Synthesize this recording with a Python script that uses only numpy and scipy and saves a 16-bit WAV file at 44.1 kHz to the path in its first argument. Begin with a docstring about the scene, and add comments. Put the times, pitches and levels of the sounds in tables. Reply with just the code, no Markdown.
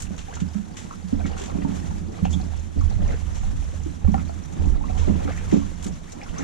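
"""A small boat lies in a breeze on open water while wire-mesh prawn traps are handled at the gunwale.
From the start waves heave the hull, swelling its deep drone and a low rumble; water washes by and mesh
rattles. Wavelets slap air against the hull, bubbles plop and trap frames knock; after a second waves
begin to boom the hull. A hard knock and a hook's clink come just after 2 s, the biggest boom and knock
near 4 s, then a gurgle of bubbles, the hardest slaps at 5.5 s and a last faint clink."""
import sys
import numpy as np
from scipy import signal
from scipy.fft import rfft, irfft, next_fast_len
from scipy.io import wavfile
from scipy.ndimage import uniform_filter1d

SR = 44100
rng = np.random.default_rng(int(sys.argv[2]) if len(sys.argv) > 2 else 0)


def digitize_waveform(pressure):
    """Quantize a signal to 16-bit integers and store it at the path in sys.argv[1].

    Rows of a 2-D input are taken as channels; values are limited to [-1, 1].
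    """
    field = np.atleast_2d(pressure).T
    bounded = np.clip(field, -1, 1)
    quanta = np.round(bounded * 32767).astype(np.int16)
    wavfile.write(sys.argv[1], SR, quanta)


N = 283563
TIME = np.arange(N) / SR
AGE = TIME[:SR // 2]  # seconds into a single event


def from_db(db):
    """Decibels to gain."""
    return 10 ** (np.asarray(db) / 20)


def together_db(levels_db):
    """Level of unrelated sounds heard together."""
    return 10 * np.log10(sum(from_db(db) ** 2 for db in levels_db) + 1e-20)


def rms_one(x):
    """Scale to rms 1."""
    return x / np.sqrt(np.mean(x ** 2) + 1e-20)


def peak_one(x):
    """Scale to peak 1."""
    return x / (np.abs(x).max() + 1e-20)


def at_hz(points, hz):
    """Read a curve on a log-frequency axis."""
    freqs, values = np.transpose(points)
    return np.interp(np.log(hz + 1e-3), np.log(freqs), values)


def drift(per_s):
    """A random wander with rms 1."""
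    knots = rng.standard_normal(4000)
    return rms_one(np.interp(TIME * per_s, np.arange(len(knots)), knots))


def add(track, start_s, sound):
    """Mix a sound in from start_s."""
    i = min(max(int(start_s * SR), 0), N)
    track[..., i:i + sound.shape[-1]] += sound[..., :N - i]


def attack(rise_s):
    """A soft onset that rises from 0 towards 1."""
    return 1 - np.exp(-AGE / rise_s)


def ring(hz, t60):
    """A struck mode: a dying sine, gone within half a second."""
    return np.sin(2 * np.pi * hz * AGE) * from_db(-60 * AGE / t60) * np.cos(np.pi * AGE)


def resonate(x, hz, t60):
    """A resonance with gain 1 at its peak."""
    r = from_db(-60 / (t60 * SR))
    feedback = [1, -2 * r * np.cos(2 * np.pi * hz / SR), r * r]
    return signal.lfilter(np.array([1, 0, -1]) * (1 - r * r) / 2, feedback, x + 1e-18)


def bubble(hz, cycles, glide):
    """A bubble rings for some cycles and rises in pitch as it nears the surface."""
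    life = AGE[:SR // 16] * hz / cycles
    return np.sin(2 * np.pi * cycles * life * (1 + glide * life)) * from_db(-60 * life)


def grains(size, per_s, spread_db):
    """Two streams of random clicks of uneven strength; rms 1."""
    shape = (2, size)
    clicks = (rng.random(shape) < per_s / SR) * rng.choice([-1, 1], shape)
    return rms_one(clicks * from_db(spread_db * np.minimum(rng.exponential(1, shape), 4)))


def diffuse(pair, spectrum):
    """Colour two unrelated noises and blend them into sound that comes from all around; rms 1."""
    # likeness of the microphone's two ports: freq_hz, correlation
    likeness = [(30, 0), (130, 0.06), (290, -0.15), (630, -0.6), (1370, -0.18), (2000, 0.06), (3000, .5),
                (4500, 0.58), (6500, 0), (14000, -0.08)]
    size = next_fast_len(pair.shape[-1])
    hz = np.fft.rfftfreq(size, 1 / SR)
    skirts = np.minimum(hz / spectrum[0][0], 1) ** 2 / np.maximum(hz / spectrum[-1][0], 1) ** 3
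    mid, side = rfft(pair, size) * from_db(at_hz(spectrum, hz)) * skirts
    alike = at_hz(likeness, hz)
    ports = np.sqrt(1 + alike) * mid + np.sqrt(1 - alike) * side * [[1], [-1]]
    return rms_one(irfft(ports, size)[:, :pair.shape[-1]])


def from_deck(x):
    """A near source reaches the left port later than the right."""
    # lag at the left port: freq_hz, phase_rad
    port_lag = [(40, 0.5), (130, 1.6), (300, 2.32), (700, 2.42), (1400, 1.67), (2000, 1.1), (4500, .2)]
    size = next_fast_len(N + SR)
    lag = at_hz(port_lag, np.fft.rfftfreq(size, 1 / SR))
    left = irfft(rfft(x, size) * np.exp(-1j * lag), size)[:N]
    return np.array([left, x])


def heave_levels(attack_s, breeze_db, drone_rest_db):
    """Each heave of the hull comes quickly, holds and dies away: dB envelopes for rumble and drone."""
    # waves heaving the hull: start_s, hold_s, rumble_db, drone_db, release_db_per_s
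    heaves = [(0.0, 0.022, -36.5, -32, 37), (0.336, 0.12, -44, -28.5, 65), (0.96, 0.11, -57, -36, 82),
              (1.136, 0.088, -36.5, -23.5, 43), (1.504, 0.59, -41, -31.5, 84), (2.214, 0.38, -39, -26, 72),
              (2.76, 0.22, -32.5, -21, 117), (3, 0.13, -25.5, -25.5, 230), (3.216, 0.38, -30, -28, 79),
              (3.676, 0.19, -34.5, -27.5, 78), (4.034, 0.12, -37, -22, 40), (4.581, 0.12, -28, -35, 39),
              (4.866, 0.31, -29.5, -24, 82), (5.226, 0.41, -36, -27, 88), (5.79, 0.091, -36.5, -32.5, 51),
              (6.276, 0.044, -34, -40, 77)]
    rumble, drone = [breeze_db], [drone_rest_db]
    for start, hold, rumble_db, drone_db, release in heaves:
        onset_db = 20 * np.log10(np.clip((TIME - start) / attack_s, 1e-6, 1))
        shape_db = onset_db - release * np.maximum(TIME - start - hold, 0)
        rumble.append(rumble_db + shape_db)
        drone.append(drone_db + shape_db)
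    return together_db(rumble), together_db(drone)


def low_rumble(rumble_db, lumps_db):
    """A lumpy low rumble swells over the steady breeze as waves heave the hull."""
    # colour of the rumble: freq_hz, level_db
    colour = [(15, -16), (24, 14), (35, -2.5), (55, 5.5), (100, -14), (200, -12.5), (500, -101)]
    return from_db(rumble_db + lumps_db * drift(25)) * diffuse(rng.standard_normal((2, N)), colour)


def hull_drone(drone_db, hz, t60):
    """Restless water pushes slowly on the hull and keeps one deep mode sounding."""
    push = signal.sosfilt(signal.butter(3, 200, fs=SR, output="sos"), rng.standard_normal((2, N)))
    tone = signal.hilbert(resonate(push, hz, t60), next_fast_len(N))[:, :N]
    envelope = np.sqrt(np.abs(uniform_filter1d(np.abs(tone) ** 2, SR // 30)) + 1e-12)
    return from_db(drone_db) * rms_one(tone.real / envelope)  # evened out, so the heaves set its level


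def swell(crest_s, db, rise_db_per_s=61.5, fall_db_per_s=45):
    """Level of one swell: it builds to its crest and drains more slowly."""
    return db - np.maximum(rise_db_per_s * (crest_s - TIME), fall_db_per_s * (TIME - crest_s))


def water_levels(lapping_rest_db, wash_rest_db, spray_rest_db, spray_lag_s, lull_width_s):
    """dB envelopes for lapping, wash and spray; ripples break just after each crest and sink in lulls."""
    # swells running along the side: crest_s, lapping_db, wash_db, spray_db
    swells = [(1.321, -57, -44, -65), (1.651, -30.5, -45.5, -48), (1.87, -36.5, -50.5, -60),
              (2.311, -33, -50.5, -66), (3.062, -41.5, -45.5, -55), (3.4, -67, -54.5, -56.5),
              (4.169, -35, -50, -70), (4.64, -30, -50, -82), (4.862, -40, -48.5, -51),
              (5.12, -36.5, -45.5, -50), (5.329, -64, -46.5, -49.5), (5.56, -39.5, -48.5, -72),
              (5.88, -47, -54.5, -52.5), (6.43, -36.5, -43, -55)]
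    # moments of slack water: centre_s, spray_dip_db
    lulls = [(0.69, -4), (1.0, -2), (2.059, -3.5), (2.71, -2.5), (4.0, -4.5), (4.38, -0.5), (4.808, -4.5),
             (6.02, -4), (6.178, -3)]
    slack_db = sum(db * np.exp(-((TIME - s) / lull_width_s) ** 2) for s, db in lulls)
    lapping_db = together_db([lapping_rest_db] + [swell(s, db) for s, db, _, _ in swells])
    wash_db = together_db([wash_rest_db] + [swell(s, db) for s, _, db, _ in swells])
    ripples = [swell(s + spray_lag_s, db, rise_db_per_s=107) for s, _, _, db in swells]
    spray_db = together_db([spray_rest_db] + ripples)
    return lapping_db, wash_db + 0.34 * slack_db, spray_db + slack_db


def lapping(lapping_db, flutter_db):
    """Water laps along the side as a low, fluttering noise."""
    # colour of the lapping: freq_hz, level_db
    colour = [(90, 10.5), (125, -3), (170, 9.5), (270, 0.5), (350, -6.5), (460, -21), (800, -19)]
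    return from_db(lapping_db + flutter_db * drift(30)) * diffuse(rng.standard_normal((2, N)), colour)


def wash(wash_db, churn_db, flutter_db, count):
    """Crowds of small bubbles gurgle on a bed of churning noise."""
    # colour of the wash: freq_hz, level_db
    colour = [(280, -5), (430, 11.5), (600, 5.5), (780, 5.5), (960, -3), (1500, -5.5), (2300, -8),
              (3500, -12.5), (5500, -20)]
    fizz = np.zeros((2, N))
    for k, (when, smallness, strength) in enumerate(rng.random((count, 3))):
        # large bubbles are rarer and softer, small ones last more cycles
        hz = 450 * 11 ** (smallness ** .7)
        gain = from_db(15 * strength ** 3 + 6 * smallness)
        add(fizz[k % 2], when * N / SR, gain * bubble(hz, cycles=.9 * np.sqrt(hz), glide=.08))
    churn = from_db(churn_db) * rng.standard_normal((2, N)) + rms_one(fizz)
    return from_db(wash_db + flutter_db * drift(30)) * diffuse(churn, colour)


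def spray(spray_db, drops_db, flutter_db):
    """Breaking ripples hiss, with a fine patter of drops."""
    # colour of the hiss: freq_hz, level_db
    colour = [(900, 10.5), (1800, 6.5), (2600, 2), (3500, 2.5), (4900, -6), (6200, 3.5), (7300, 3),
              (8400, -3.5), (10000, -5), (11800, -15), (14000, -22)]
    patter = rng.standard_normal((2, N)) + from_db(drops_db) * grains(N, per_s=600, spread_db=1.4)
    return from_db(spray_db + flutter_db * drift(70)) * diffuse(patter, colour)


def mesh_rattles(rise_s, catch_s, body_share):
    """Wires catch and slip in dying showers of ticks; shakes move the low wires, scrapes are crisper."""
    # mesh shaken or scraped: start_s, drag_s, level_db, body_db (scaled by body_share), t60_s, crisp_db
    shakes = [(0.001, .025, -33, -12, 0.11, 13), (0.178, .01, -40, -1, 0.34, 6),
              (0.337, 0.03, -41.5, -8, 0.15, -5), (0.401, .01, -38.5, -4, 0.12, 3),
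              (0.768, .01, -37, -4, 0.34, 8), (1.2616, .01, -38.5, -1, 0.16, 2),
              (1.377, .08, -37.5, -4, 0.18, 6.5), (2.252, .01, -39, -6, 0.046, -6),
              (2.305, .025, -41.5, -18, 0.22, 6), (3.346, 0.012, -43.5, -7, 0.57, 5),
              (4.975, .01, -40, -0.5, 0.64, -2), (5.513, .01, -39.5, -4.5, 0.61, -16),
              (5.825, .06, -36, -7.5, 0.083, 12.5), (6.12, .01, -38, -18, 0.087, 5),
              (6.379, .025, -40, -9, 0.14, -2)]
    # colour of the wire mesh: freq_hz, level_db
    mesh = [(1000, 17.5), (2000, 14.5), (3400, 15.5), (4900, 2.5), (6300, 12), (7400, 13), (8500, -4),
            (10500, -12.5), (14000, -27)]
    out = np.zeros((2, N))
    for start, drag_s, db, body_db, t60, crisp_db in shakes:
        colour = [(hz, level + body_share * body_db * (hz < 4500) + crisp_db * (hz > 8000))
                  for hz, level in mesh]
        since_catch = AGE - catch_s * (np.minimum(AGE, drag_s) // catch_s)
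        envelope = peak_one(attack(rise_s) * from_db(-60 * since_catch / t60))
        shower = diffuse(grains(len(AGE), per_s=3700, spread_db=-0.5), colour)
        add(out, start, from_db(db) * envelope * shower)
    return out


def crackle(spray_db, count, low_hz=3200, high_hz=7600):
    """Wet net and drops tick faintly at random, near the spray's level: start_s, level_db, pitch_hz."""
    when, height, strength = rng.random((count, 3)).T
    hz = low_hz * (high_hz / low_hz) ** np.sqrt(height)
    db = spray_db[(when * N).astype(int)] - 2 + 6 * strength
    return list(zip(when * N / SR, db, hz))


def net_ticks(faint_ticks, t60):
    """Strands of net snap over the frame, each a tiny burst of noise around its own pitch."""
    # the distinct snaps: start_s, level_db, pitch_hz
    snaps = [(0.021, -30.5, 7450), (0.069, -40, 2600), (0.165, -46, 6500), (0.19, -38, 2900),
             (0.371, -42, 2700), (0.353, -35.5, 6850), (0.926, -45, 6500), (1.267, -48, 5960),
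             (2.33, -34, 6900), (2.414, -43.5, 4140), (2.44, -46, 5230), (2.595, -45, 6500),
             (2.809, -43, 6500), (2.9, -43, 6200), (2.924, -43, 3950), (3.077, -41, 6330),
             (3.835, -42, 6400), (4.117, -44, 6000), (4.288, -49, 4530), (4.437, -46, 6000),
             (4.525, -43, 6800), (4.535, -42, 6900), (4.657, -44, 7100), (4.698, -46, 6640),
             (5.364, -43, 6800), (5.374, -37, 6740), (5.842, -31.5, 7600), (5.882, -39, 7100),
             (5.94, -45.5, 5800), (6.1, -52, 5000), (6.233, -40, 5570), (6.383, -32.5, 6140)]
    # colour of a tick: pitch_ratio, level_db
    tick_colour = [(.4, -28), (.8, -7), (1, 11), (1.2, -7), (1.9, -25)]
    out, age = np.zeros((2, N)), AGE[:SR // 20]
    for start, db, hz in snaps + faint_ticks:
        colour = [(hz * ratio, level) for ratio, level in tick_colour]
        burst = diffuse(rng.standard_normal((2, len(age))), colour)
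        add(out, start, from_db(db - 60 * age / t60) * burst)
    return out


def hull_slaps(rise_s, panel_db, splat_db, splat_t60, rebound_s, rebound_db, rebound_ratio):
    """An air pocket throbs under each wavelet and sets the hull panels ringing; water splats round it."""
    # wavelets trapping air against the hull: start_s, level_db, pitch_hz, t60_s, relative_splat_db
    wavelets = [(0.104, -22, 198, 0.13, -12.5), (0.418, -12, 187, 0.036, -33),
                (0.552, -14.5, 204.4, 0.23, -26), (1.038, -24, 188, 0.17, -38),
                (1.127, -8, 237, 0.089, -20.5), (1.245, -14, 194, 0.042, -11.5), (1.408, -28, 391, .05, -5),
                (1.55, -13.5, 202, .03, -11), (1.585, -17, 307, 0.028, -20),
                (1.648, -11.5, 220, 0.028, -14), (1.691, -15.5, 203, 0.03, -33),
                (2.085, -25, 226, 0.13, -4), (2.225, -10.5, 188, 0.069, -36), (2.361, -16, 195, 0.035, -43),
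                (2.762, -17, 240, 0.066, -10.5), (2.992, -17.5, 185, 0.092, -14),
                (3.531, -21, 193, 0.02, -24), (3.859, -21.5, 320, 0.084, -16), (4.082, -7, 204, 0.084, -24),
                (4.145, -10, 205, 0.039, -34), (4.775, -27, 310, 0.037, -16),
                (5.075, -15, 240, 0.019, -3.5), (5.091, -9, 202.4, 0.13, -15),
                (5.148, -18, 164, 0.038, -6.5), (5.251, -16, 273, 0.024, -14),
                (5.525, -3.5, 307, 0.04, -10.5), (5.536, -1, 221.4, 0.07, -16), (5.857, -19, 201, 0.11, -6),
                (5.915, -26.5, 152, .1, -14), (6.39, -24.5, 268, 0.12, -6)]
    # modes of the hull panels: pitch_hz, level_db, t60_s
    panel_modes = [(160, -2.5, 0.071), (178.8, 2.5, 0.15), (209.7, -3.5, 0.3), (277.6, 10.5, 0.27),
                   (329, -9.5, 0.1), (400, 4, 0.11)]
    # colour of water hitting the hull: freq_hz, level_db
    splat_colour = [(150, -48), (260, 5.5), (330, -3.5), (430, -11.5), (700, -19.5), (1200, -33),
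                    (3000, -60)]
    pockets, splats = np.zeros(N), np.zeros((2, N))
    onset = attack(rise_s)
    splat_envelope = peak_one(onset * from_db(-60 * AGE / splat_t60))
    for start, db, hz, t60, wet_db in wavelets:
        add(pockets, start, from_db(db) * peak_one(ring(hz, t60) * onset))
        rebound = peak_one(ring(hz * rebound_ratio, t60) * onset)  # the water falls back once
        add(pockets, start + rebound_s, from_db(db + rebound_db) * rebound)
        splat = diffuse(grains(len(AGE), per_s=3000, spread_db=0.96), splat_colour)
        add(splats, start, from_db(db + wet_db + splat_db) * splat_envelope * splat)
    panels = sum(from_db(db) * resonate(pockets, hz, t60) for hz, db, t60 in panel_modes)
    return from_deck(pockets + from_db(panel_db) * panels) + splats


def lone_bubbles(rise_s, t60, wobble_octaves):
    """Single bubbles ring, wobble and mostly glide upwards; a quick run of them makes a gurgle."""
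    # bubbles that ring out clearly: start_s, level_db, pitch_hz, glide_octaves_per_s
    bubbles = [(0.283, -28.5, 700, 16), (0.307, -34.5, 985, 6), (0.326, -36, 1370, 22),
               (1.21, -37.5, 1550, 0), (1.242, -36.5, 2150, -1), (4.754, -30, 770, 2), (4.809, -28, 820, 6),
               (4.839, -27.5, 1047, 2.5), (4.882, -40, 2140, 5.5), (4.897, -22, 660, 9),
               (4.95, -28.5, 776, 3), (4.97, -27, 800, 5), (5.02, -30, 964, -3), (5.62, -35, 980, 4),
               (6.08, -43, 1940, 3), (6.228, -28.5, 814, 6)]
    out, age = np.zeros(N), AGE[:SR // 10]
    envelope = attack(rise_s)[:len(age)] * from_db(-60 * age / t60)
    for start, db, hz, glide in bubbles:
        octaves = glide * age + wobble_octaves * drift(264)[:len(age)]
        phase = 2 * np.pi * np.cumsum(hz * 2 ** octaves) / SR
        add(out, start, from_db(db) * peak_one(np.sin(phase) * envelope))
    return from_deck(out)


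def small_laps(wash_db, count, low_hz=683, high_hz=2300):
    """Lesser laps come at random, denser and louder in a swell: start_s, level_db, pitch_hz."""
    jitter, height = rng.random((count, 2)).T
    flow = np.cumsum(from_db(wash_db))
    onsets = np.searchsorted(flow, flow[-1] * (np.arange(count) + jitter) / count)
    hz = low_hz * (high_hz / low_hz) ** height
    return list(zip(onsets / SR, wash_db[onsets] - 3.5, hz))


def plops(lesser_laps, spread_s, spread_octaves, count):
    """A lap of water closes over a handful of bubbles; later ones are softer and stray more in pitch."""
    # the main bubble clusters: start_s, level_db, pitch_hz
    laps = [(0.334, -40.5, 1670), (0.37, -39, 1240), (0.91, -32.5, 1100), (1.203, -31, 666),
            (1.2545, -35.5, 1810), (1.367, -34, 1200), (1.481, -33.5, 706), (1.498, -37, 1020),
            (2.25, -32.5, 2630), (2.811, -35, 1150), (3.02, -34, 630), (3.091, -31.5, 510),
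            (3.128, -37, 1730), (4.076, -47, 2230), (4.142, -33.5, 1270), (4.1794, -35, 1250),
            (4.196, -39.5, 2100), (4.983, -31, 488), (5.08, -35, 463), (5.2, -41, 645),
            (5.278, -29.5, 1270), (5.3, -38, 1470), (5.318, -35.5, 2090), (5.376, -34, 1880),
            (5.512, -34, 1760), (6.215, -36.5, 2240), (6.261, -36.5, 1210), (6.29, -40, 2850),
            (6.404, -33, 1910)]
    out = np.zeros(N)
    for start, db, hz in laps + lesser_laps:
        for k, (jitter, detune) in enumerate(zip(rng.random(count), rng.standard_normal(count))):
            progress = (k + jitter) / count
            pitch_hz = hz * 2 ** (spread_octaves * detune * progress ** .5)
            plop = from_db(db - 7 * progress) * bubble(pitch_hz, cycles=22, glide=.1)
            add(out, start + spread_s * progress ** 2, plop)
    return from_deck(out)


def trap_knocks(crack_db, crack_t60):
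    """Each blow cracks, rings at a pitch set by where it lands and stirs the trap frame's modes."""
    # frames knocking on the gunwale: start_s, level_db, pitch_hz, t60_s, relative_frame_db
    blows = [(0.368, -30.5, 930, 0.022, -9), (0.907, -38, 1050, 0.035, -10), (1.124, -39, 555, 0.096, -26),
             (1.2553, -33, 1360, 0.022, -18), (1.649, -29.5, 905, 0.08, -16), (1.861, -39, 673, 0.064, -20),
             (1.908, -32.5, 890, 0.057, -8), (2.254, -17, 763, 0.036, -19), (2.4, -32, 750, 0.078, -17),
             (2.536, -37, 914, .04, -7), (3.434, -34.5, 770, 0.068, -21), (4.047, -27, 534, .04, -8),
             (4.076, -33, 1120, 0.047, -7), (4.143, -15, 775, 0.045, -14), (4.295, -27.5, 680, 0.07, -16),
             (5.075, -24, 623, 0.05, -21), (5.277, -31, 770, 0.055, -18)]
    # modes of a trap frame: pitch_hz, level_db, t60_s
    frame_modes = [(772, 3, 0.043), (830, -4.5, 0.063), (1010, -16, 0.081), (1370, -9, 0.037),
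                   (1710, -12.5, 0.02), (1790, -12.5, 0.047), (2747, -25.5, 0.074)]
    struck, cracks = np.zeros(N), np.zeros((2, N))
    for start, db, pitch_hz, blow_t60, frame_db in blows:
        frame = sum(from_db(level + 2 * rng.normal()) * ring(hz, t60) * rng.choice([-1, 1])
                    for hz, level, t60 in frame_modes)
        add(struck, start, from_db(db) * peak_one(ring(pitch_hz, blow_t60) + from_db(frame_db) * frame))
        colour = [(pitch_hz / 2, -8), (pitch_hz, 0), (pitch_hz * 1.2, -9)]
        crack = diffuse(rng.standard_normal((2, len(AGE))), colour)
        add(cracks, start, from_db(db + crack_db - 60 * AGE / crack_t60) * crack)
    return from_deck(struck) + cracks


def hull_booms(rise_s):
    """A wave shoves the whole hull, which rings in its low modes."""
    # waves that lift the hull: start_s, level_db
    waves = [(1.128, -10.5), (2.222, -9), (2.406, -10), (2.777, -4.5), (2.835, -2.5), (3.036, -7),
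             (3.106, -6.5), (4.043, 0), (4.114, -9), (4.595, -6), (4.703, -7), (4.993, -8.5)]
    # modes of the whole hull and deck: pitch_hz, level_db, t60_s
    deck_modes = [(31.7, 6, 0.2), (49.6, -3, 0.11), (69.6, 8.5, 0.21), (77.7, 5, 0.9)]
    out = np.zeros(N)
    boom = peak_one(sum(from_db(db) * ring(hz, t60) for hz, db, t60 in deck_modes) * attack(rise_s))
    for start, db in waves:
        add(out, start, -from_db(db) * boom)
    return from_deck(out)


def sloshes(bubbles_per_s, spread_db, spread_octaves):
    """Churned water sheds a crowd of ringing bubbles of uneven strength that swells and fades."""
    # water sloshing into bubbles: start_s, length_s, level_db, centre_pitch_hz
    crowds = [(1.167, .55, -40, 893), (2.949, 0.2, -36, 544), (3.22, .4, -44, 1310),
              (4.79, 0.45, -35.5, 790), (5.086, 0.38, -35.5, 1780), (5.41, 0.28, -41, 1400),
              (5.831, 0.06, -37, 1420), (6.12, 0.13, -39, 1250), (6.318, 0.24, -30, 1190)]
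    out = np.zeros(N)
    for start, length, db, hz in crowds:
        count = int(bubbles_per_s * length)
        for k, (jitter, height, weakness) in enumerate(rng.random((count, 3))):
            progress = (k + jitter) / count
            gain = from_db(db - spread_db * weakness) * np.sin(np.pi * progress) ** .5
            pitch_hz = hz * 2 ** (spread_octaves * (2 * height - 1))
            add(out, start + length * progress, gain * bubble(pitch_hz, cycles=24, glide=.15))
    return from_deck(out)


def hook_clinks(chatter_s, touch_loss_db, count):
    """A hook chatters on the wire: a few quick, ever weaker touches, each striking its modes anew."""
    # hooks meeting wire: start_s, level_db, pitch_ratio
    clinks = [(2.33, -33.5, 1.0), (6.382, -39.5, 1.85)]
    # modes of a small metal hook: pitch_hz, level_db, t60_s
    hook_modes = [(3290, -3, 0.022), (3440, 0, 0.028), (3630, -4, 0.018)]
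    out = np.zeros(N)
    for start, db, ratio in clinks:
        for k, jitter in enumerate(rng.random(count)):
            modes = sum(from_db(level + 2 * rng.normal()) * ring(hz * ratio, t60)
                        for hz, level, t60 in hook_modes)
            touch = peak_one(modes * attack(0.0018))
            delay_s = chatter_s * (k + jitter * (k > 0)) / count
            add(out, start + delay_s, from_db(db - touch_loss_db * k) * touch)
    return from_deck(out)


def deck_echoes(x, echo_db, t60):
    """Close sides and gear scatter each sound into a brief tail."""
    tail = rng.standard_normal((2, len(AGE))) * from_db(-60 * AGE / t60) * attack(0.0061)
    tail /= np.sqrt(np.sum(tail ** 2, axis=1, keepdims=True))
    return x + from_db(echo_db) * signal.fftconvolve(x, tail, axes=1)[:, :N]


def scene():
    """Wave heaves drive the rumble and drone, swells the lapping, wash and spray; traps sound on top."""
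    rumble_db, drone_db = heave_levels(attack_s=0.018, breeze_db=-54, drone_rest_db=-80)
    lapping_db, wash_db, spray_db = water_levels(
        lapping_rest_db=-43, wash_rest_db=-54, spray_rest_db=-52.5, spray_lag_s=0.11, lull_width_s=.065)
    rumble = from_db(8) * low_rumble(rumble_db, lumps_db=2)
    hull = from_db(1) * hull_drone(drone_db, hz=78.4, t60=0.52)
    hull += from_db(-5.5) * hull_booms(rise_s=0.0081)
    hull += from_db(-7.5) * hull_slaps(rise_s=0.0041, panel_db=7, splat_db=4.5, splat_t60=0.19,
                                       rebound_s=0.038, rebound_db=-11.5, rebound_ratio=0.934)
    water = from_db(6) * lapping(lapping_db, flutter_db=2)
    water += from_db(4.5) * wash(wash_db, churn_db=3, flutter_db=2.36, count=7000)
    water += from_db(2) * spray(spray_db, drops_db=-9.5, flutter_db=1.5)
    near = from_db(2) * plops(small_laps(wash_db, count=40), spread_s=.035, spread_octaves=.23, count=11)
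    near += sloshes(bubbles_per_s=220, spread_db=12, spread_octaves=.75)
    near += from_db(3) * trap_knocks(crack_db=-26, crack_t60=0.1)
    near += from_db(-3.5) * lone_bubbles(rise_s=.0013, t60=.065, wobble_octaves=.09)
    near += hook_clinks(chatter_s=.018, touch_loss_db=1.5, count=5)
    near += from_db(-3) * net_ticks(crackle(spray_db, count=130), t60=0.042)
    mesh = from_db(-1.5) * mesh_rattles(rise_s=0.00091, catch_s=0.02, body_share=0.69)
    return rumble + hull + water + deck_echoes(near, echo_db=-12, t60=.1) + mesh


def record(dry):
    """The left port takes in less bass and a little more treble; the top is cut on both."""
    # tone of the left port against the right: freq_hz, gain_db
    balance = [(25, -6.5), (55, -10), (82, -14.5), (125, -14), (165, -2.5), (210, -25.5), (280, -3.5),
               (350, 0.5), (700, -0.5), (3500, -0.5), (5500, 5), (7500, 1), (9000, -2.5), (13000, 0.5)]
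    size = next_fast_len(N + SR)
    left_gain = from_db(at_hz(balance, np.fft.rfftfreq(size, 1 / SR)))
    left = irfft(rfft(dry[0], size) * left_gain, size)[:N]
    top_cut = signal.ellip(10, .1, 80, 14600, fs=SR, output="sos")
    return signal.sosfilt(top_cut, [left, dry[1]])


dry = scene()
out = record(dry)
digitize_waveform(out)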